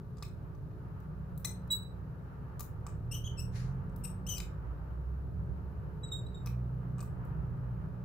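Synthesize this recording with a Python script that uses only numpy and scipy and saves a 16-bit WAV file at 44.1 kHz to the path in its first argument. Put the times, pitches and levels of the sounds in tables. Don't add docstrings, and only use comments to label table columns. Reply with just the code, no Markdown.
import sys
import numpy as np
from scipy import signal
from scipy.fft import rfft, irfft, next_fast_len
from scipy.io import wavfile

SR = 44100
rng = np.random.default_rng(int(sys.argv[2]) if len(sys.argv) > 2 else 0)


def makeup_ratio(level_db):
    decades = np.asarray(level_db, float) / 20
    return 10 ** decades


def to_wav(s):
    ch = np.atleast_2d(s).T
    pcm = np.round(np.clip(ch, -1, 1) * 32767)
    wavfile.write(sys.argv[1], SR, pcm.astype(np.int16))


N = 354696

# pitch in Hz, level in dB.
FAN_TONES = [(64, -51), (100, -56.5), (124, -55), (153, -54), (241, -67), (304, -69.5), (366, -76),
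             (376, -74), (425, -68), (485, -72.5), (545, -75), (596, -76.5)]
# time in seconds, level in dB.
DRONE_LEVEL = [(0, -53), (0.69, -59), (1.14, -49), (1.749, -47), (2.57, -62), (3.522, -46), (4.199, -45),
               (4.949, -65), (5.549, -49), (5.9, -55.5), (6.96, -45), (7.2, -51.5), (8.04, -47)]
DRONE_HZ = 182.2
# frequency in Hz, level in dB per Hz.
AIR_COLOUR = [(110, -23.5), (190, -5), (209, -14), (240, -9.5), (306, -11.5), (330, -14.5), (367, -6.5),
              (399, -13.5), (426, -12.5), (700, -18), (1100, -41.5), (2000, -74.5)]
AIR_DB, AIR_RISE_DB, AIR_RISE_S = -60, 11, 15

# time in seconds, level in dB.
TRAFFIC_LEVEL = [
    (0, -42.5),
    (1.14, -40.5),
    (2.6, -43),
    (3.4, -40),
    (4.8, -42),
    (5.4, -37.5),
    (6.7, -41.5),
    (7.4, -35),
    (8.04, -42.5),
]
# frequency in Hz, level in dB per Hz.
RUMBLE_COLOUR = [(13, -45.5), (22, -16), (32, -19.5), (50, -7.5), (70, -3.5), (134, -0.5), (155, 0),
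                 (189, -14.5), (211, -29), (260, -21.5), (340, -56.5), (570, -120)]
# time in seconds, level in dB.
ROAD_LEVEL = [
    (0, -67.5),
    (1.0, -64.5),
    (2.6, -63),
    (4.8, -62),
    (5.3, -64.5),
    (6.6, -64),
    (7.2, -61.5),
    (8.04, -63.5),
]
# frequency in Hz, level in dB per Hz.
ROAD_COLOUR = [(500, -16), (740, -7), (900, 1.5), (1040, -4), (1200, -0.5), (1720, -9.5), (2050, -19),
               (3120, -25.5), (5280, -100)]
# frequency in Hz, likeness from 0 to 1.
LIKENESS = [(30, .85), (60, .88), (150, .95), (280, .68), (500, .3), (950, .05), (15000, 0)]
# frequency in Hz, left minus right in dB.
TILT = [(60, -19), (110, 3), (200, 1.5), (380, 0), (700, 4.5), (1290, -1.5), (2380, -2), (4400, 8.5),
        (8120, 12.5), (15000, 1)]

# start in seconds, peak, knock, body and crack levels in dB.
SPRING_TICKS = [
    (0.17, -63.5, -5, -18, -33),
    (0.1825, -60, -6, -24, -35),
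    (0.2244, -44, -8.5, -22, -31),
    (0.232, -58, -25, 3, -12),
    (4.3808, -41.5, -26, -18, -17.5),
    (4.391, -74, -6, -3, -24),
    (4.402, -42, -26, -6.5, -38),
]
# start in seconds, peak, knock, body and crack levels in dB.
PIN_TICKS = [
    (0.549, -72, 7, -16, -20),
    (0.711, -80, 10, 0, -15),
    (1.0023, -74.5, -25, -27, -7),
    (6.1195, -70, -2, -18, -25),
    (6.4602, -48.5, -9.5, -16, -17),
    (6.471, -51, -4, -2.5, -16),
]
# start in seconds, peak and crack levels in dB.
LIGHT_TICKS = [
    (1.3765, -89, 25),
    (1.675, -74, -8),
    (1.727, -76, 14),
    (3.895, -72, -30),
    (7.2495, -86, 8),
]
# start in seconds, peak, knock, body and crack levels in dB.
SNAP_TICKS = [
    (1.447, -42, -13.5, -11, -10.5),
    (2.595, -50, -6.5, -32, -8),
    (2.606, -46, -9, -16, -10),
    (3.4025, -68, -32, -20, 3),
]
# start in seconds, peak, knock, body and crack levels in dB.
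COLLAR_TICKS = [
    (2.866, -47.5, -4, -15, -28),
    (3.9612, -66, -9, -28.5, -2.5),
    (4.0484, -45.5, -20.5, -13, -23.5),
    (6.9829, -58, -4, -15, -29),
    (6.9924, -60, 0, -3, -22),
    (7.005, -46, -13, -35, -40),
    (7.012, -58.5, -15, -6, -17),
    (7.028, -71, 15, -29, 2),
]
# pitch in Hz, level in dB, seconds to fall 60 dB.
DESK_MODES = [(720, -12, .02), (960, -7, .025), (1170, 0, .05)]
# pitch in Hz, level in dB, seconds to fall 60 dB.
BODY_MODES = [(2500, 0, .022), (2850, -9, .01), (3700, -10, .01)]
PIN_HZ, COLLAR_HZ, SPRING_HZ, SNAP_HZ = 5990, 8150, 5300, 7100
PIN_DB, COLLAR_DB, SPRING_DB, SNAP_DB = -18, -17, -25.5, -32.5
PART_T60_S, RATTLE_S = .012, .024
CLICK_BAND_HZ = [4300, 8550]

# start and length in seconds, slip rate in Hz,
# level in dB, partials above the second in dB.
BREAKAWAY = [
    (1.4455, .022, 2060, -43, 4),
]
# start and length in seconds, slip rate in Hz,
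# level in dB, partials above the second in dB.
CLEAN_SQUEALS = [
    (1.703, 0.051, 3928, -34, 1.5),
    (6.032, 0.029, 3890, -51, -17),
    (6.084, 0.018, 3860, -65, -20),
    (6.1155, 0.037, 3770, -43, -9),
    (6.263, 0.016, 3920, -63, -13),
    (6.343, 0.025, 3780, -59, -15),
]
# start and length in seconds, slip rate in Hz,
# level in dB, partials above the second in dB.
HARSH_SQUEALS = [
    (4.036, 0.034, 2736, -56.5, 16.7),
]
# start and length in seconds, slip rate in Hz,
# level in dB, partials above the second in dB.
ROUGH_SQUEALS = [
    (4.357, 0.037, 2540, -54, 4),
]
# share of the length to grip, share to let go, start below pitch in %,
# settling in seconds, jitter at the start in %, settled jitter in %, grit in dB.
BREAKAWAY_SLIP = (.25, .55, 24, .003, 2.5, 1.0, -8)
CLEAN_SLIP = (.22, .45, 1.3, .018, .3, .25, -38)
HARSH_SLIP = (.15, .5, 0, .006, 4, 2.2, -10)
ROUGH_SLIP = (.45, .35, 2.5, .008, 2.5, 1.6, -21)
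# frequency in Hz, level in dB.
CLEAN_COLOUR = [(3800, 0.5), (7600, -0.5), (7830, -1), (11500, -11), (15500, -9.5)]
ROUGH_COLOUR = [(2000, -8.5), (3000, -2), (5600, 3), (8200, 1.5), (8900, -19.5), (9800, -5), (11200, -9.5),
                (15000, -18)]
# time in seconds, slip rate in Hz, level in dB.
TURNS = [
    [(3.111, 2900, -66), (3.117, 2705, -57.5), (3.124, 2740, -54), (3.132, 3140, -54), (3.138, 2880, -59),
     (3.144, 3034, -51.5), (3.16, 2950, -56.5), (3.178, 2900, -62)],
    [(3.238, 2984, -73), (3.244, 3107, -58.5), (3.256, 3280, -58), (3.266, 3286, -55), (3.276, 3030, -52.5),
     (3.28, 3080, -55), (3.285, 3040, -55)],
    [(3.371, 2785, -76), (3.381, 2660, -62), (3.395, 2633, -57), (3.409, 2880, -61), (3.414, 2893, -71)],
    [(4.265, 2630, -62), (4.275, 3015, -54.5), (4.285, 3132, -62), (4.291, 3130, -50), (4.301, 3072, -49.5),
     (4.339, 2976, -52.5), (4.358, 2958, -58)],
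]
# second partial in dB, higher partials in dB, jitter in %, grit in dB.
TURN_TONE = [
    (-1, 6.5, 2.7, -13),
    (-5, -8, 2, -28),
    (3, 2.5, 0.56, -29),
    (2.5, 5, 2, -9),
]
# pitch in Hz, level in dB, seconds to fall 60 dB.
SHANK_MODES = [(8230, -9, 0.045), (12400, -16.5, 0.016), (15000, -10.5, 0.032)]
GRIP_DB, LET_GO_DB = -18.5, -32.5
TURN_GRIP_S, TURN_LET_GO_S, TURN_DB = 0.0021, 0.0039, 7
JITTER_HZ, FLUTTER_HZ, FLUTTER_DB = 280, 60, 2.0
SLIP_SIZE = 4500

# time in seconds, firing rate in Hz, load in dB.
GEARS = [
    [(2.5, 34.04, -56), (2.95, 35.2, -47.5), (3.07, 39.44, -43), (3.55, 39.2, -44.5), (3.72, 44.5, -38.5),
     (3.82, 44.53, -47)],
    [(3.8, 44.8, -39.5), (4.25, 48.6, -49.5), (4.55, 54.8, -46), (4.75, 58.85, -40.5), (5.1, 63.5, -39.5),
     (5.5, 71.7, -43.5), (5.9, 75.4, -51)],
    [(3.75, 45.7, -53.5), (4.9, 49.64, -56), (5.9, 54.62, -55.5), (6.4, 60.03, -46.5), (6.55, 61.9, -38),
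     (7.0, 62.54, -42.5), (7.25, 61.74, -45), (7.63, 61.33, -43.5), (8.04, 59.9, -45.5)],
]
# 1st, 2nd and 3rd order in dB.
ORDERS_DB = [
    (-5, -4, 2),
    (-0.5, -15.5, -32),
    (-5, 0.5, -19.5),
]

# time in seconds, level in dB.
SLIDE_LEVEL = [
    (3.52, -77),
    (3.558, -56.5),
    (3.602, -58.5),
    (3.7, -72),
    (3.77, -87),
    (3.86, -96),
]
# frequency in Hz, level in dB per Hz.
SLIDE_COLOUR = [(880, -32), (1500, -2.5), (2970, -12.5), (3470, -17.5), (3970, -11), (6810, -15.5),
                (8330, -26), (9720, -19.5), (15000, -32)]

# frequency in Hz, seconds to fall 60 dB.
ROOM_T60 = [(500, .3), (3000, .29), (4000, .3), (5500, .22), (9000, .23), (15000, .2)]
# frequency in Hz, level in dB.
ROOM_COLOUR = [(600, -12), (1300, -5), (2300, 1), (4000, -4), (8000, -1), (15000, -0.5)]
# frequency in Hz, right below left in dB.
SHADOW = [(500, -2), (2500, -2), (3300, 2), (3900, -5), (4700, 9), (5500, 19), (8200, 21), (11000, 9),
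          (15000, 14)]
ROOM_DB, ROOM_GAP_S, ROOM_SHADOW_SHARE = -7, 0.01, 0.7
RIGHT_LAG_S = 1 / SR
PORT_DIP_HZ, PORT_DIP_WIDTH_HZ, PORT_DIP_SHARE = 9400, 1800, .6
# frequency in Hz, level in dB per Hz.
HISS_COLOUR = [(1470, -29), (2500, 1), (3110, -6), (3900, -1), (5460, -8), (7650, -12), (8330, -16),
               (10800, -7), (14500, -3), (15300, -5), (16200, -15)]
HISS_DB, CUTOFF_HZ = -82, 16420


def rms_one(x):
    return x / np.sqrt(np.mean(x ** 2) + 1e-20)


def in_time(rows, t):
    s, *columns = np.transpose(rows)
    return [np.interp(t, s, c) for c in columns]


def at_hz(points, hz):
    points = np.array(points)
    return np.interp(np.log(np.maximum(hz, 1)), np.log(points[:, 0]), points[:, 1])


def drift(rate_hz, size):
    r = np.exp(-2 * np.pi * rate_hz / SR)
    run_in = int(SR / rate_hz)
    white = rng.standard_normal(size + run_in)
    return rms_one(signal.lfilter([1], [1, -2 * r, r * r], white)[run_in:])


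def ring(force, modes):
    out = 0
    for hz, level_db, t60 in modes:
        r, w = makeup_ratio(-60 / (t60 * SR)), 2 * np.pi * hz / SR
        out = out + makeup_ratio(level_db) * signal.lfilter([0, np.sin(w)], [1, -2 * r * np.cos(w), r * r], force)
    return out


def noise(colour):
    size = next_fast_len(N)
    hz = np.fft.rfftfreq(size, 1 / SR)
    mid, side = rfft(rng.standard_normal((2, size)))
    alike = np.clip(at_hz(LIKENESS, hz), 0, .99)
    inside = (hz > colour[0][0]) & (hz < colour[-1][0])
    gain = makeup_ratio(at_hz(colour, hz) + np.outer([.5, -.5], at_hz(TILT, hz))) * inside
    both = np.sqrt(1 + alike) * mid + np.sqrt(1 - alike) * side * np.array([[1], [-1]])
    out = irfft(gain * both, size)[:, :N]
    return out / np.std(out.mean(axis=0))


def fan():
    t, step = np.arange(N) / SR, 200

    def slow(rate_hz):
        return drift(rate_hz * step, size=N // step + 1)

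    def spread(values):
        return np.interp(t, np.arange(len(values)) * step / SR, values)

    tones = 0
    for hz, level_db in FAN_TONES:
        strength = spread(makeup_ratio(level_db + 3.0 * slow(1.2)))
        tones = tones + strength * np.sin(2 * np.pi * hz * t + spread(1.2 * slow(.8)))
    drone_level = makeup_ratio(in_time(DRONE_LEVEL, t)[0] - 2.5)
    drone = drone_level * np.sin(2 * np.pi * DRONE_HZ * t + spread(0.57 * slow(0.65)))
    return np.sqrt(2) * (tones + drone)


def air_flow():
    t = np.arange(N) / SR
    return makeup_ratio(AIR_DB + AIR_RISE_DB * (1 - np.exp(-t / AIR_RISE_S))) * noise(AIR_COLOUR)


def far_traffic():
    return makeup_ratio(in_time(TRAFFIC_LEVEL, np.arange(N) / SR)[0] - 4.0) * noise(RUMBLE_COLOUR)


def tyre_roar():
    level_db, = in_time(ROAD_LEVEL, np.arange(N) / SR)
    return makeup_ratio(level_db + 1.34 * drift(6, size=N)) * noise(ROAD_COLOUR)


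def ticks():
    t = np.arange(2500) / SR
    out = np.zeros(N + len(t))
    crack = signal.butter(2, 11000, "high", fs=SR, output="sos")
    click = signal.butter(2, CLICK_BAND_HZ, "band", fs=SR, output="sos")
    light = [(s, db, -40, -40, crack_db) for s, db, crack_db in LIGHT_TICKS]
    struck = ((SPRING_TICKS, SPRING_HZ, SPRING_DB), (PIN_TICKS, PIN_HZ, PIN_DB),
              (SNAP_TICKS, SNAP_HZ, SNAP_DB), (COLLAR_TICKS + light, COLLAR_HZ, COLLAR_DB))
    for rows, part_hz, part_db in struck:
        for s, peak_db, knock_db, body_db, crack_db in rows:
            force = rng.standard_normal((4, len(t))) * makeup_ratio(-40 * t / RATTLE_S)
            force[0] = t == 0
            part = ring(force[2], [(part_hz, part_db, PART_T60_S)]) + signal.sosfilt(click, force[2])
            tick = rms_one(ring(force[0], DESK_MODES)) * makeup_ratio(knock_db + 4.0)
            tick += rms_one(ring(force[1], BODY_MODES)) * makeup_ratio(body_db)
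            tick += rms_one(part)
            tick += rms_one(signal.sosfilt(crack, force[3])) * makeup_ratio(crack_db + 19.5)
            start = round(s * SR)
            out[start:start + len(t)] += makeup_ratio(peak_db - 9.5) * tick
    return out[:N]


def slips(slip_hz, level_db, colour, jitter, second_db, upper_db):
    size = len(level_db)
    unsteady_hz = slip_hz * (1 + jitter * drift(JITTER_HZ, size=SLIP_SIZE)[:size] / 100)
    phase = 2 * np.pi * np.cumsum(unsteady_hz) / SR
    flutter_depth_db = FLUTTER_DB * min(1, 3 * np.min(jitter))
    out = 0
    for k in range(1, int(16000 / np.max(slip_hz)) + 1):
        partial_db = level_db + at_hz(colour, k * slip_hz) + second_db * (k == 2) + upper_db * (k > 2)
        partial_db = partial_db + flutter_depth_db * drift(FLUTTER_HZ, size=SLIP_SIZE)[:size]
        out = out + np.sqrt(2) * makeup_ratio(partial_db) * np.sin(k * phase)
    return out


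def grip_and_let_go(gripped, left):
    return GRIP_DB * np.clip(1 - gripped, 0, 1) ** 2 + LET_GO_DB * np.clip(1 - left, 0, 1) ** 2


def scrape(level_db):
    return makeup_ratio(level_db) * np.diff(rng.standard_normal(SLIP_SIZE + 1))[:len(level_db)]


def short_squeals():
    out, grit = np.zeros((2, N))
    threads = ((BREAKAWAY, ROUGH_COLOUR, BREAKAWAY_SLIP), (CLEAN_SQUEALS, CLEAN_COLOUR, CLEAN_SLIP),
               (HARSH_SQUEALS, ROUGH_COLOUR, HARSH_SLIP), (ROUGH_SQUEALS, ROUGH_COLOUR, ROUGH_SLIP))
    for rows, colour, slip in threads:
        grip, let_go, below, settle_s, wild, calm, grit_db = slip
        for s, length, slip_hz, peak_db, upper_db in rows:
            at = np.arange(round(s * SR), round((s + length) * SR))
            t = at / SR - s
            unsettled = np.exp(-t / settle_s)
            level_db = peak_db + grip_and_let_go(t / length / grip, (1 - t / length) / let_go)
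            climbing_hz = slip_hz * (1 - below * unsettled / 100)
            jitter = calm + (wild - calm) * unsettled
            grit[at] += scrape(level_db + grit_db)
            out[at] += slips(climbing_hz, level_db, colour, jitter, 0, upper_db)
    return out, grit


def engine():
    out, t = np.zeros(N), np.arange(N) / SR
    for rows, order_db in zip(GEARS, ORDERS_DB):
        hz, load_db = in_time(rows, t)
        phase = 2 * np.pi * np.cumsum(hz) / SR
        fade = np.clip(np.minimum(t - rows[0][0], rows[-1][0] + 0.091 - t) / 0.13, 0, 1)
        for order, db in enumerate(order_db, 1):
            out += np.sqrt(2) * fade * makeup_ratio(load_db + db) * np.sin(order * phase)
    return out * makeup_ratio(np.array([[-1.3], [1.3]]))


def long_turns():
    out, grit = np.zeros((2, N))
    for rows, (second_db, upper_db, jitter, grit_db) in zip(TURNS, TURN_TONE):
        start, end = rows[0][0], rows[-1][0]
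        at = np.arange(round(start * SR), round(end * SR))
        t = at / SR
        slip_hz, level_db = in_time(rows, t)
        level_db += TURN_DB + grip_and_let_go((t - start) / TURN_GRIP_S, (end - t) / TURN_LET_GO_S)
        grit[at] += scrape(level_db + grit_db)
        out[at] += slips(slip_hz, level_db, ROUGH_COLOUR, jitter, second_db, upper_db)
    return out, grit


def squeals():
    squeal, grit = np.add(short_squeals(), long_turns())
    grit += 1e-18
    return squeal + grit + ring(makeup_ratio(-8.0) * grit + makeup_ratio(-36.0) * squeal, SHANK_MODES)


def slide():
    t = np.arange(N) / SR
    level_db, = in_time(SLIDE_LEVEL, t)
    touching = (t > SLIDE_LEVEL[0][0]) & (t < SLIDE_LEVEL[-1][0])
    return noise(SLIDE_COLOUR) * makeup_ratio(level_db + 0.78 * drift(51.4, size=N)) * touching


def room_tail(reflections):
    t = np.arange(SR // 2) / SR
    hz, white, tail = np.fft.rfftfreq(len(t), 1 / SR), rfft(reflections), 0
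    edges = np.geomspace(400, 17000, 9)
    for low, high in zip(edges, edges[1:]):
        middle = np.sqrt(low * high)
        band = irfft(white * ((hz >= low) & (hz < high)), len(t))
        tail = tail + band * makeup_ratio(at_hz(ROOM_COLOUR, middle) - 60 * t / at_hz(ROOM_T60, middle))
    tail = tail * np.clip(t / ROOM_GAP_S - 1, 0, 1)
    return makeup_ratio(ROOM_DB) * tail / np.sqrt(np.sum(tail ** 2) / 2)


def to_microphones(x, reflections):
    size = next_fast_len(N + SR // 2)
    hz = np.fft.rfftfreq(size, 1 / SR)
    shadow_db = np.outer([0, -1], at_hz(SHADOW, hz))
    direct = makeup_ratio(shadow_db) * np.exp(-2j * np.pi * np.outer([0, RIGHT_LAG_S], hz))
    echoes = makeup_ratio(ROOM_SHADOW_SHARE * shadow_db) * rfft(room_tail(reflections), size)
    ports = 1 - PORT_DIP_SHARE * np.exp(-(2 * (hz - PORT_DIP_HZ) / PORT_DIP_WIDTH_HZ) ** 2)
    return irfft(rfft(x, size) * ports * (direct + echoes), size)[:, :N]


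def scene():
    background = fan() + air_flow() + far_traffic() + tyre_roar() + engine()
    reflections = rng.standard_normal((2, SR // 2))
    return background + slide() + to_microphones(ticks() + squeals(), reflections)


def roll_off(x):
    return signal.sosfilt(signal.butter(12, 16640, fs=SR, output="sos"), x)


def record(dry):
    heard = dry + makeup_ratio(HISS_DB) * noise(HISS_COLOUR)
    low_pass = signal.cheby2(14, 60, CUTOFF_HZ, fs=SR, output="sos")
    mix = signal.sosfilt(low_pass, heard)
    return roll_off(mix)


dry = scene()
out = record(dry)
to_wav(out)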